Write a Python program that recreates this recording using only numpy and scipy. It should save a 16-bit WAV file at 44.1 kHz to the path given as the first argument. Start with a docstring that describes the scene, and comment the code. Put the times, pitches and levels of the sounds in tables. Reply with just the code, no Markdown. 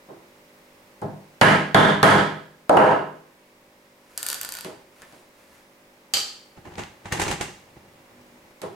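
"""A workbench in a live room, close to a camera: a mallet drives a hole punch through leather.
Each blow cracks on the steel, booms through the bench and pushes the camera's limiter down. Fingers
slide over the leather and the punch twists out in sharp slips. Hands and tools knock and squeak, a
metal tool clinks, and the camera mount sticks and slips in a judder as it is turned.
Room air and a faint mains hum lie underneath; a low tone comes and goes near the end."""
import sys
import numpy as np
from scipy import signal
from scipy.fft import rfft, irfft
from scipy.io import wavfile
from scipy.ndimage import uniform_filter1d, minimum_filter1d

SR = 44100
rng = np.random.default_rng(int(sys.argv[2]) if len(sys.argv) > 2 else 0)


def int16_out(signal):
    """Quantize to a 16-bit WAV file."""
    q = np.round(np.clip(np.atleast_2d(signal).T, -1, 1) * 32767)
    wavfile.write(sys.argv[1], SR, q.astype(np.int16))


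N = 385864
T = np.arange(SR) / SR  # time axis of a one-shot [s]
HZ = np.fft.rfftfreq(4096, 1 / SR)  # frequency axis of every EQ curve

# reverb decay of the room: (frequency [Hz], t60 [s])
ROOM_DECAY = [(60, 0.59), (130, 0.54), (260, 0.56), (700, 0.46), (1800, 0.51), (4800, 0.52), (9000, 0.44),
              (15000, 0.27)]
# stereo image of the reverb and of the room air: (frequency [Hz], left-right correlation [-1..1])
ROOM_IMAGE = [(60, 1), (130, 0.93), (290, 0.87), (640, 0.42), (1400, 0.2), (3100, 0.43), (7000, 0.32),
              (15000, 1)]
AIR_IMAGE = [(25, .6), (60, 0.87), (130, 0.99), (290, 0.74), (640, 0.48), (1410, -0.035), (3100, -0.061),
             (6820, 0.28), (15000, 1)]
# colour of the room air and hiss: (frequency [Hz], gain [dB])
AIR_EQ = [(25, -10), (70, -14.5), (150, -5), (250, -11), (400, -7.5), (600, -8), (950, -5.5), (1400, -11),
          (2150, -9), (3000, -15.5), (5500, -19.5), (9000, -23.5), (16000, -26.5)]
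# partials of the mains hum: (frequency [Hz], level [dB])
HUM_PARTIALS = [(150, -80), (200, -69), (249.5, -66.5), (299.5, -69), (349.5, -68), (399, -69.5),
                (449, -72.5), (499, -68.5), (549, -65), (599, -67), (5190, -81.5)]

# hands and tools knock on the bench: (time [s], level [dB], steel crack [dB], hollow ring [Hz])
KNOCK_CUES = [(.087, -20, -47, 340), (.100, -20, -49, 335), (4.647, -8.5, -18, 370),
              (5.0195, -28, -7.5, 345), (5.125, -25, -19, 340), (8.617, -14.5, -13.5, 406),
              (8.632, -7, -47, 406)]
# mallet blows: (time [s], level [dB], contact cut-off [Hz], bass [dB], punch resonance [Hz],
# its boost [dB], steel crack [dB], onset tick [dB])
BLOW_CUES = [(1.0168, 4, 840, 12.5, 1720, 4.5, -34.5, -31), (1.4124, 32.5, 1940, 7, 2890, 9, -19.5, -34.5),
             (1.7454, 36, 1690, 6, 3460, 16, -23, -40), (2.0296, 37, 1690, 4.5, 3330, 12.5, -20, -33.5),
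             (2.6944, 30.5, 920, -10.5, 656, 1, -38, -33.5),
             (2.7689, 36, 1186, -5.5, 2820, 13.5, -34.5, -48)]
# colour of a soft knock, the bench under a blow and the steel's crack: (frequency [Hz], gain [dB])
KNOCK_EQ = [(40, -44), (110, -3), (170, -4), (250, -5), (370, 0), (550, -1.5), (900, -8), (1300, -11.5),
            (2200, -28.5), (5000, -65), (16000, -58)]
BENCH_EQ = [(30, -27), (65, -23), (105, -8.5), (170, -2), (250, -3.5), (400, 0.5), (800, 0), (1150, -1.5),
            (1600, 3), (2400, 1.5), (16000, 11.5)]
CRACK_EQ = [(100, -13), (2000, 7), (4500, -1), (5800, -4.5), (7000, -4.5), (8700, -5), (10700, -6.5),
            (13000, -17), (16000, -49)]
# resonances of the bench top and of the steel punch: (frequency [Hz], width [Hz], boost [dB])
BENCH_PEAKS = [(405, 35, 2.5), (512, 25, 5), (537, 27, -1.5), (642, 68, 7.5), (700, 14, 3), (814, 78, 7),
               (897, 30, 6), (966, 35, 7.5), (990, 25, 1.5), (1056, 33, 9), (1290, 37, 8), (1498, 49, 2.5),
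               (1655, 96, 5), (2600, 230, -8)]
STEEL_PEAKS = [(1470, 160, 3), (1780, 110, 2), (4080, 120, 4.5), (4620, 200, 5), (5350, 150, 2.5),
               (6550, 200, 4), (7250, 150, 0), (8800, 300, -3), (10500, 200, 3.5), (11300, 150, 6),
               (12040, 400, -3)]
# low modes of the bench: (frequency [Hz], level [dB], t60 [s])
BENCH_MODES = [(108.2, -52, 0.46), (153, -55, .66), (163.8, -62, 0.7), (199.2, -51.5, 0.58),
               (296.4, -53.5, 0.52), (333, -57.5, 0.44), (405, -62.5, 0.67), (504.5, -66.5, 0.62),
               (635, -61.5, 0.53)]
# placement of the bench's boom: (frequency [Hz], left minus right [dB])
BENCH_PAN = [(60, 1), (110, 1.5), (200, -1.0), (380, -1), (700, 1), (1290, -4), (2380, -2.5), (4400, -2),
             (8120, 0.5), (15000, -2)]

# fingers slide over the leather: (start [s], length [s], level [dB])
SLIDE_CUES = [(4.12, 0.49, -52.5), (4.99, 0.026, -53), (5.11, 0.076, -56), (5.38, .04, -58.5),
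              (5.53, 0.031, -54)]
# the punch twists out in slips that weaken as it comes free: (time [s], level [dB])
SLIP_CUES = [(4.177, 1.5), (4.2299, 0.5), (4.2653, 1.5), (4.2868, 2), (4.3015, 1), (4.316, -6), (4.3296, 0),
             (4.3443, -2.5), (4.4133, -0.5), (4.4322, -5.5), (4.4487, -4.5), (4.4901, -5.5), (4.5222, -4),
             (4.5392, -8), (4.5518, -8.5), (4.570, -10), (4.5875, -9), (4.6095, -9)]
# colour of rubbed leather and of a slip: (frequency [Hz], gain [dB])
LEATHER_EQ = [(60, -3), (400, -3), (1000, 0.5), (1650, -0.5), (3000, -7.5), (6000, -10.5), (11000, -12),
              (16000, -22)]
SLIP_EQ = [(100, -18), (600, -7), (1100, -4.5), (1550, -10.5), (2400, -6), (3500, -4), (4700, -6),
           (6000, -4.5), (8000, 0.5), (9500, -3.5), (12000, 0), (14500, -7), (16500, -28)]
# resonances of a slip: (frequency [Hz], width [Hz], boost [dB])
SLIP_PEAKS = [(1483, 244, 14.5), (1780, 110, 12), (4660, 320, 11), (7740, 120, -6), (9750, 220, -2)]
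# placement of a slip: (frequency [Hz], left minus right [dB])
SLIP_PAN = [(400, -.5), (900, -4), (4400, -2), (8100, 1), (15000, 2)]

# things squeak as they are handled: (time [s], level [dB], pitch [Hz], attack [s])
SQUEAK_CUES = [(5.02, -17, 1780, 0.0081), (7.111, -18, 1950, 0.0045), (7.12, 0.5, 1843, 0.0032)]
# a metal tool touches down and bounces: (time [s], level [dB])
CLINK_CUES = [(6.137, 9), (6.170, 2)]
# the camera mount sticks and slips: (time [s], level [dB])
JUDDER_CUES = [(6.573, -14), (6.653, -11), (6.672, -12), (6.719, -14), (6.781, -3), (6.792, -3),
               (6.818, -7.5), (7.056, -5.5), (7.123, 5.5), (7.197, 5.5), (7.216, 6), (7.28, 2.5),
               (7.312, 4), (7.41, 4.5), (7.484, -14.5), (7.767, -17)]
# the camera clicks as it is gripped: (time [s], level [dB])
CLICK_CUES = [(6.755, -19), (6.836, -13.5)]
# pushes that turn the mount: (start [s], length [s], level [dB])
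TURN_CUES = [(6.76, 0.075, -43.5), (7.17, 0.16, -29.5), (7.42, 0.05, -40.5), (7.65, 0.86, -57.5)]
# colour of the metal tool, the camera on its mount and a plastic click: (frequency [Hz], gain [dB])
TOOL_EQ = [(50, -11), (190, -5.5), (400, 0), (800, -0.5), (1050, -2.5), (1300, 0.5), (1800, 1), (3000, 3.5),
           (4600, 7), (5400, 4), (8000, 4.5), (11000, -7), (12200, -1), (15500, -26)]
MOUNT_EQ = [(25, -7), (60, 2.5), (100, 7), (140, 6.5), (200, 6.5), (400, -0.5), (850, 0.5), (1300, -3),
            (2050, -1), (2700, -5), (5000, -9.5), (7500, -7.5), (10000, -13), (16000, -28)]
CLICK_EQ = [(100, -25), (900, -11), (1700, 0), (4000, -3), (6500, -12), (16000, -35)]
# resonances of the tool and of the camera on its mount: (frequency [Hz], width [Hz], boost [dB])
TOOL_PEAKS = [(803, 54, 11), (1253, 100, 8.3), (2720, 50, 7.2), (3094, 130, 14), (4160, 70, 7),
              (4340, 120, 8), (4650, 120, 11.5), (4777, 99, 10.5), (5820, 73, 9), (7200, 170, 5.5),
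              (10950, 450, -12), (11900, 200, 3)]
MOUNT_PEAKS = [(180, 38, 3), (253, 66, -6.5), (362, 70, 8), (580, 110, -3), (818, 135, 7), (1780, 250, 0.5),
               (2790, 70, 7), (6440, 240, 6), (7640, 120, 5), (9240, 180, 5.5)]

CREEP_S = 0.012  # the mount creeps for this long before it lets go


def amp(db):
    """Decibels to gain."""
    return 10 ** (np.asarray(db) / 20)


def curve(points, hz=HZ):
    """Joins breakpoints with straight lines over log frequency."""
    freqs, values = np.transpose(points)
    return np.interp(np.log(hz + 1), np.log(freqs + 1), values)


def bells(rows):
    """EQ curve in dB with one bell for each resonance."""
    return sum(db / (1 + (2 * (HZ - hz) / width) ** 2) for hz, width, db in rows)


def lowpass(hz, order):
    """Treble roll-off of a contact that lasts about 1 / hz."""
    return 1 / np.sqrt(1 + (HZ / hz) ** (2 * order))


def unit(x):
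    """Normalises to a mean energy of 1 per channel."""
    return x / np.sqrt(np.mean(np.sum(x ** 2, -1)) + 1e-20)


def eq(x, gain):
    """Minimum-phase EQ of energy 1: the gain curve sets colour, not level."""
    log_gain = np.log(np.maximum(np.r_[gain, gain[-2:0:-1]] / gain.max(), 1e-5))
    response = np.exp(np.conj(signal.hilbert(log_gain)))
    taps = irfft(response[:len(HZ)])
    return signal.fftconvolve(x, unit(taps)[None], axes=1)


def pan(x, db):
    """Leans a sound left by db, or right if negative."""
    return x * amp(np.array([[db], [-db]]) / 2)


def pan_bands(x, placement):
    """Leans each band of a one-shot left or right."""
    side_db = curve(placement, np.fft.rfftfreq(2 * SR, 1 / SR))
    return irfft(rfft(x, 2 * SR) * amp(np.array([side_db, -side_db]) / 2))[:, :SR]


def noise(size, image=ROOM_IMAGE, db=lambda hz, t: 0):
    """Stereo noise with the given image, shaped by db(frequency, time); white by default."""
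    white = rng.standard_normal((2, size))
    hz, t, (left, spare) = signal.stft(white, SR, nperseg=1024, noverlap=768)
    hz = hz[:, None]
    correlation = np.clip(curve(image, hz), -1, 1)
    right = correlation * left + np.sqrt(1 - correlation ** 2) * spare
    shaped = np.array([left, right]) * amp(db(hz, t))
    return signal.istft(shaped, nperseg=1024, noverlap=768)[1][:, :size]


def swells(cues, rise_s, fade_s):
    """Envelope that swells into each cue, holds and dies away exponentially."""
    t = np.arange(N) / SR
    envelope = np.zeros(N)
    for start, length, db in cues:
        before, after = np.maximum(start - t, 0), np.maximum(t - start - length, 0)
        envelope += amp(db) * np.exp(-before / rise_s - after / fade_s)
    return envelope


def add(mix, time, sound):
    """Drops a stereo sound into the mix at a time in seconds."""
    part = mix[:, round(time * SR):][:, :sound.shape[1]]
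    part += sound[:, :part.shape[1]]


def room_tone():
    """The bed: room air, microphone hiss and a slightly wavering mains hum."""
    t = np.arange(N) / SR
    air = amp(-55) * np.sqrt(N) * unit(noise(N, AIR_IMAGE, lambda hz, t: curve(AIR_EQ, hz)))
    hum = 0
    for hz, db in HUM_PARTIALS:
        drift = rng.uniform(0, 2 * np.pi) + 0.0059 * np.cumsum(rng.standard_normal(N))
        hum += amp(db) * np.sqrt(2) * np.sin(2 * np.pi * hz * t + drift)
    return pan(air + hum, db=-1)


def rattle(t60):
    """Dense, short ringing of the struck thing itself."""
    return unit(noise(SR) * 1e-3 ** (T / t60))


def reverb(bloom_s):
    """The room blooms after the direct sound and dies band by band."""
    tail = noise(SR, db=lambda hz, t: -60 * t / curve(ROOM_DECAY, hz))
    return unit(tail * (1 - np.exp(-(T / bloom_s) ** 2)))


def bench_knock(db, crack_db, hollow_hz):
    """A hand or tool touches the bench: hollow wood with a bright tick on top."""
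    wood = amp(curve(KNOCK_EQ) + bells(BENCH_PEAKS) + bells([(hollow_hz, 60, 8), (180, 40, 5)]))
    colour = np.hypot(wood, amp(curve(CRACK_EQ) + crack_db))
    ringing = amp(4) * rattle(t60=0.19) + amp(7) * reverb(bloom_s=0.0043)
    body = unit(eq(ringing, colour))[:, :SR]
    tick = eq(rattle(t60=0.011), amp(curve(CRACK_EQ) / 2))[:, :SR]
    return amp(db + 9.5) * pan(body + amp(crack_db + 6) * tick, db=-1.5)


def bench_ring():
    """The bench's low modes ring out; higher ones reach the two microphones further apart in phase."""
    ring = np.zeros((2, SR))
    for hz, db, t60 in BENCH_MODES:
        spread = min(hz / 1000, np.pi / 4) * np.array([[1], [-1]])
        phase = rng.uniform(0, 2 * np.pi) + rng.choice([-1, 1]) * spread
        ring += amp(db - 60 * T / t60) * np.sin(2 * np.pi * hz * T + phase)
    return ring


def mallet_blow(db, contact_hz, bass_db, punch_hz, punch_db, crack_db, onset_db):
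    """A sharp onset tick gets through before the limiter clamps; the bench booms and fills the room."""
    bass_shelf = bass_db / (1 + (HZ / 260) ** 4)
    wood = amp(curve(BENCH_EQ) + bass_shelf + bells(BENCH_PEAKS) + bells([(punch_hz, 800, punch_db)]))
    steel = amp(curve(CRACK_EQ) + bells(STEEL_PEAKS) + crack_db)
    colour = np.hypot(wood * lowpass(contact_hz, order=4), steel)
    ringing = reverb(bloom_s=0.0013) + amp(-5.5) * rattle(t60=0.097) + bench_ring()
    attack = 1 - np.exp(-(T / 0.0018) ** 2)
    boom = pan_bands(eq(ringing * attack, colour), BENCH_PAN)
    onset_tick = eq(rattle(t60=0.004), amp(curve(CRACK_EQ) / 2))[:, :SR]
    # the hand damps the shank at once
    shank = eq(rattle(t60=0.014), steel * amp(bells([(4480, 1100, 17)])))[:, :SR]
    return amp(db) * (boom + amp(onset_db) * onset_tick + amp(crack_db - 10.5) * shank)


def finger_slides(grains_per_s=3000):
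    """Fingers slide over the leather: a fine, uneven crackle."""
    grains = rng.standard_normal(N) * (rng.random(N) < grains_per_s / SR) * np.sqrt(SR / grains_per_s)
    grains *= swells(SLIDE_CUES, rise_s=0.049, fade_s=0.048)
    impulse_in_room = (T == 0) + amp(-1.5) * reverb(bloom_s=0.004)
    grain_sound = unit(eq(impulse_in_room, amp(curve(LEATHER_EQ))))
    return signal.fftconvolve(grains[None], grain_sound, axes=1)[:, :N]


def punch_slip(db):
    """Leather lets go of the steel with a dry snap, straight into the microphones."""
    tilt_db_per_octave = -0.3 + 0.15 * db  # weaker slips are duller
    octaves = np.log2(np.maximum(HZ, 1000) / 6000)
    colour = amp(curve(SLIP_EQ) + bells(SLIP_PEAKS) + tilt_db_per_octave * octaves)
    centre = amp(-5) * (T == 0) + amp(-4) * unit(rattle(t60=0.0038).mean(0))
    snap = centre + amp(-3.5) * rattle(t60=0.013)
    bass_cut = amp(-8 / (1 + (HZ / 2500) ** 2))
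    direct = unit(eq(snap, colour * bass_cut))
    tail = eq(reverb(bloom_s=0.0027), colour * lowpass(12700, order=2))
    return amp(db - 0.4) * pan_bands(direct + amp(-3.5) * tail, SLIP_PAN)


def handling_squeak(db, hz, attack_s):
    """A short rubbed note that swells and dies, its pitch unsteady."""
    phase = 2 * np.pi * hz * T + 0.23 * np.cumsum(rng.standard_normal(SR))
    note = unit(T / attack_s * np.exp(-T / attack_s) * np.sin(phase))
    tail = unit(signal.fftconvolve(note[None], reverb(bloom_s=0.0067), axes=1)[:, :SR])
    return amp(db) * (note + amp(-5) * tail)


def tool_clink(db):
    """A hard contact sets the metal tool ringing, and the room carries the ring on."""
    ringing = amp(2) * rattle(t60=0.039) + amp(-5) * rattle(t60=0.2) + amp(2) * reverb(bloom_s=0.0075)
    return amp(db) * pan(eq(ringing, amp(curve(TOOL_EQ) + bells(TOOL_PEAKS))), db=-0.3)


def mount_colour(cutoff_hz):
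    """Gain curve of the camera body resonating on its mount, with the top rolled off."""
    return amp(curve(MOUNT_EQ) + bells(MOUNT_PEAKS)) * lowpass(cutoff_hz, order=1)


def mount_creep(db):
    """Soft, dull friction that swells just before the mount lets go."""
    friction = unit(noise(SR) * T / CREEP_S * np.exp(-T / CREEP_S))
    return amp(db - 7.5) * eq(friction, mount_colour(cutoff_hz=1500))


def mount_judder(db):
    """One slip of the mount thumps and rattles the camera body."""
    colour = mount_colour(cutoff_hz=4800 * 2 ** (db / 4))  # harder slips open up an octave per 4 dB
    attack = 1 - np.exp(-T / 0.00093)
    ringing = amp(-4) * rattle(t60=0.027) * attack + amp(-1) * rattle(t60=0.12)
    body = unit(eq(ringing, colour))
    bass_cut = amp(-6 / (1 + (HZ / 700) ** 2))  # bass reaches the microphones mainly through the body
    tail = eq(reverb(bloom_s=0.007), colour * bass_cut)
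    return amp(db) * pan(body + amp(-5.5) * tail, db=-1.4)


def grip_click(db):
    """A light, dead click of plastic as the camera is gripped."""
    return amp(db) * eq(rattle(t60=0.014) + amp(-10) * reverb(bloom_s=0.004), amp(curve(CLICK_EQ)))


def mount_rub():
    """Fine, grainy friction of the turning mount between its slips."""
    grain = uniform_filter1d(rng.standard_normal(N), size=200)
    friction = noise(N) * amp(3 * grain / grain.std())
    rub = eq(friction, mount_colour(cutoff_hz=2100))[:, :N]
    return np.sqrt(N) * unit(rub) * swells(TURN_CUES, rise_s=0.047, fade_s=0.021)


def low_tone(start_s, length_s, db, hz):
    """A faint low tone comes and goes, a little unsteady."""
    phase = 2 * np.pi * hz * np.arange(N) / SR + 0.0204 * np.cumsum(rng.standard_normal(N))
    return np.sqrt(2) * np.sin(phase) * swells([(start_s, length_s, db)], rise_s=0.01, fade_s=0.02)


def scene():
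    """Lays the one-shots over the bed and the friction layers."""
    mix = room_tone() + mount_rub() + finger_slides()
    mix += low_tone(start_s=8.125, length_s=0.24, db=-58, hz=243.4)
    tracks = ((BLOW_CUES, mallet_blow), (SLIP_CUES, punch_slip), (KNOCK_CUES, bench_knock),
              (CLINK_CUES, tool_clink), (JUDDER_CUES, mount_judder), (CLICK_CUES, grip_click),
              (SQUEAK_CUES, handling_squeak))
    for cues, source in tracks:
        for time, *settings in cues:
            add(mix, time, source(*settings))
    for time, db in JUDDER_CUES:
        add(mix, time - CREEP_S, mount_creep(db))
    return mix


def release(over_db, db_per_s):
    """Follows rises at once and falls back at a steady rate."""
    fall = np.arange(N) * db_per_s / SR
    return np.maximum.accumulate(over_db + fall) - fall


def record(dry, threshold_db=-11, detector_s=0.002, top_hz=16300):
    """A fast limiter flattens the blows and a slow gain control lingers; then hard clip and high cut."""
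    pole = np.exp(-1 / (detector_s * SR))
    power = signal.lfilter([1 - pole], [1, -pole], (dry ** 2).mean(0))
    over_db = np.maximum(10 * np.log10(power + 1e-12) - threshold_db, 0)
    over_db = uniform_filter1d(-minimum_filter1d(-over_db, size=41), size=41)  # 1 ms look-ahead
    duck_db = 0.8 * release(over_db, db_per_s=209) + 0.13 * release(over_db, db_per_s=2.5)
    limited = np.clip(dry * amp(-duck_db), -1, 1)
    high_cut = signal.firwin(255, top_hz, window=("kaiser", 9), fs=SR)
    return signal.oaconvolve(limited, high_cut[None], "same")


dry = scene()
out = record(dry)
int16_out(out)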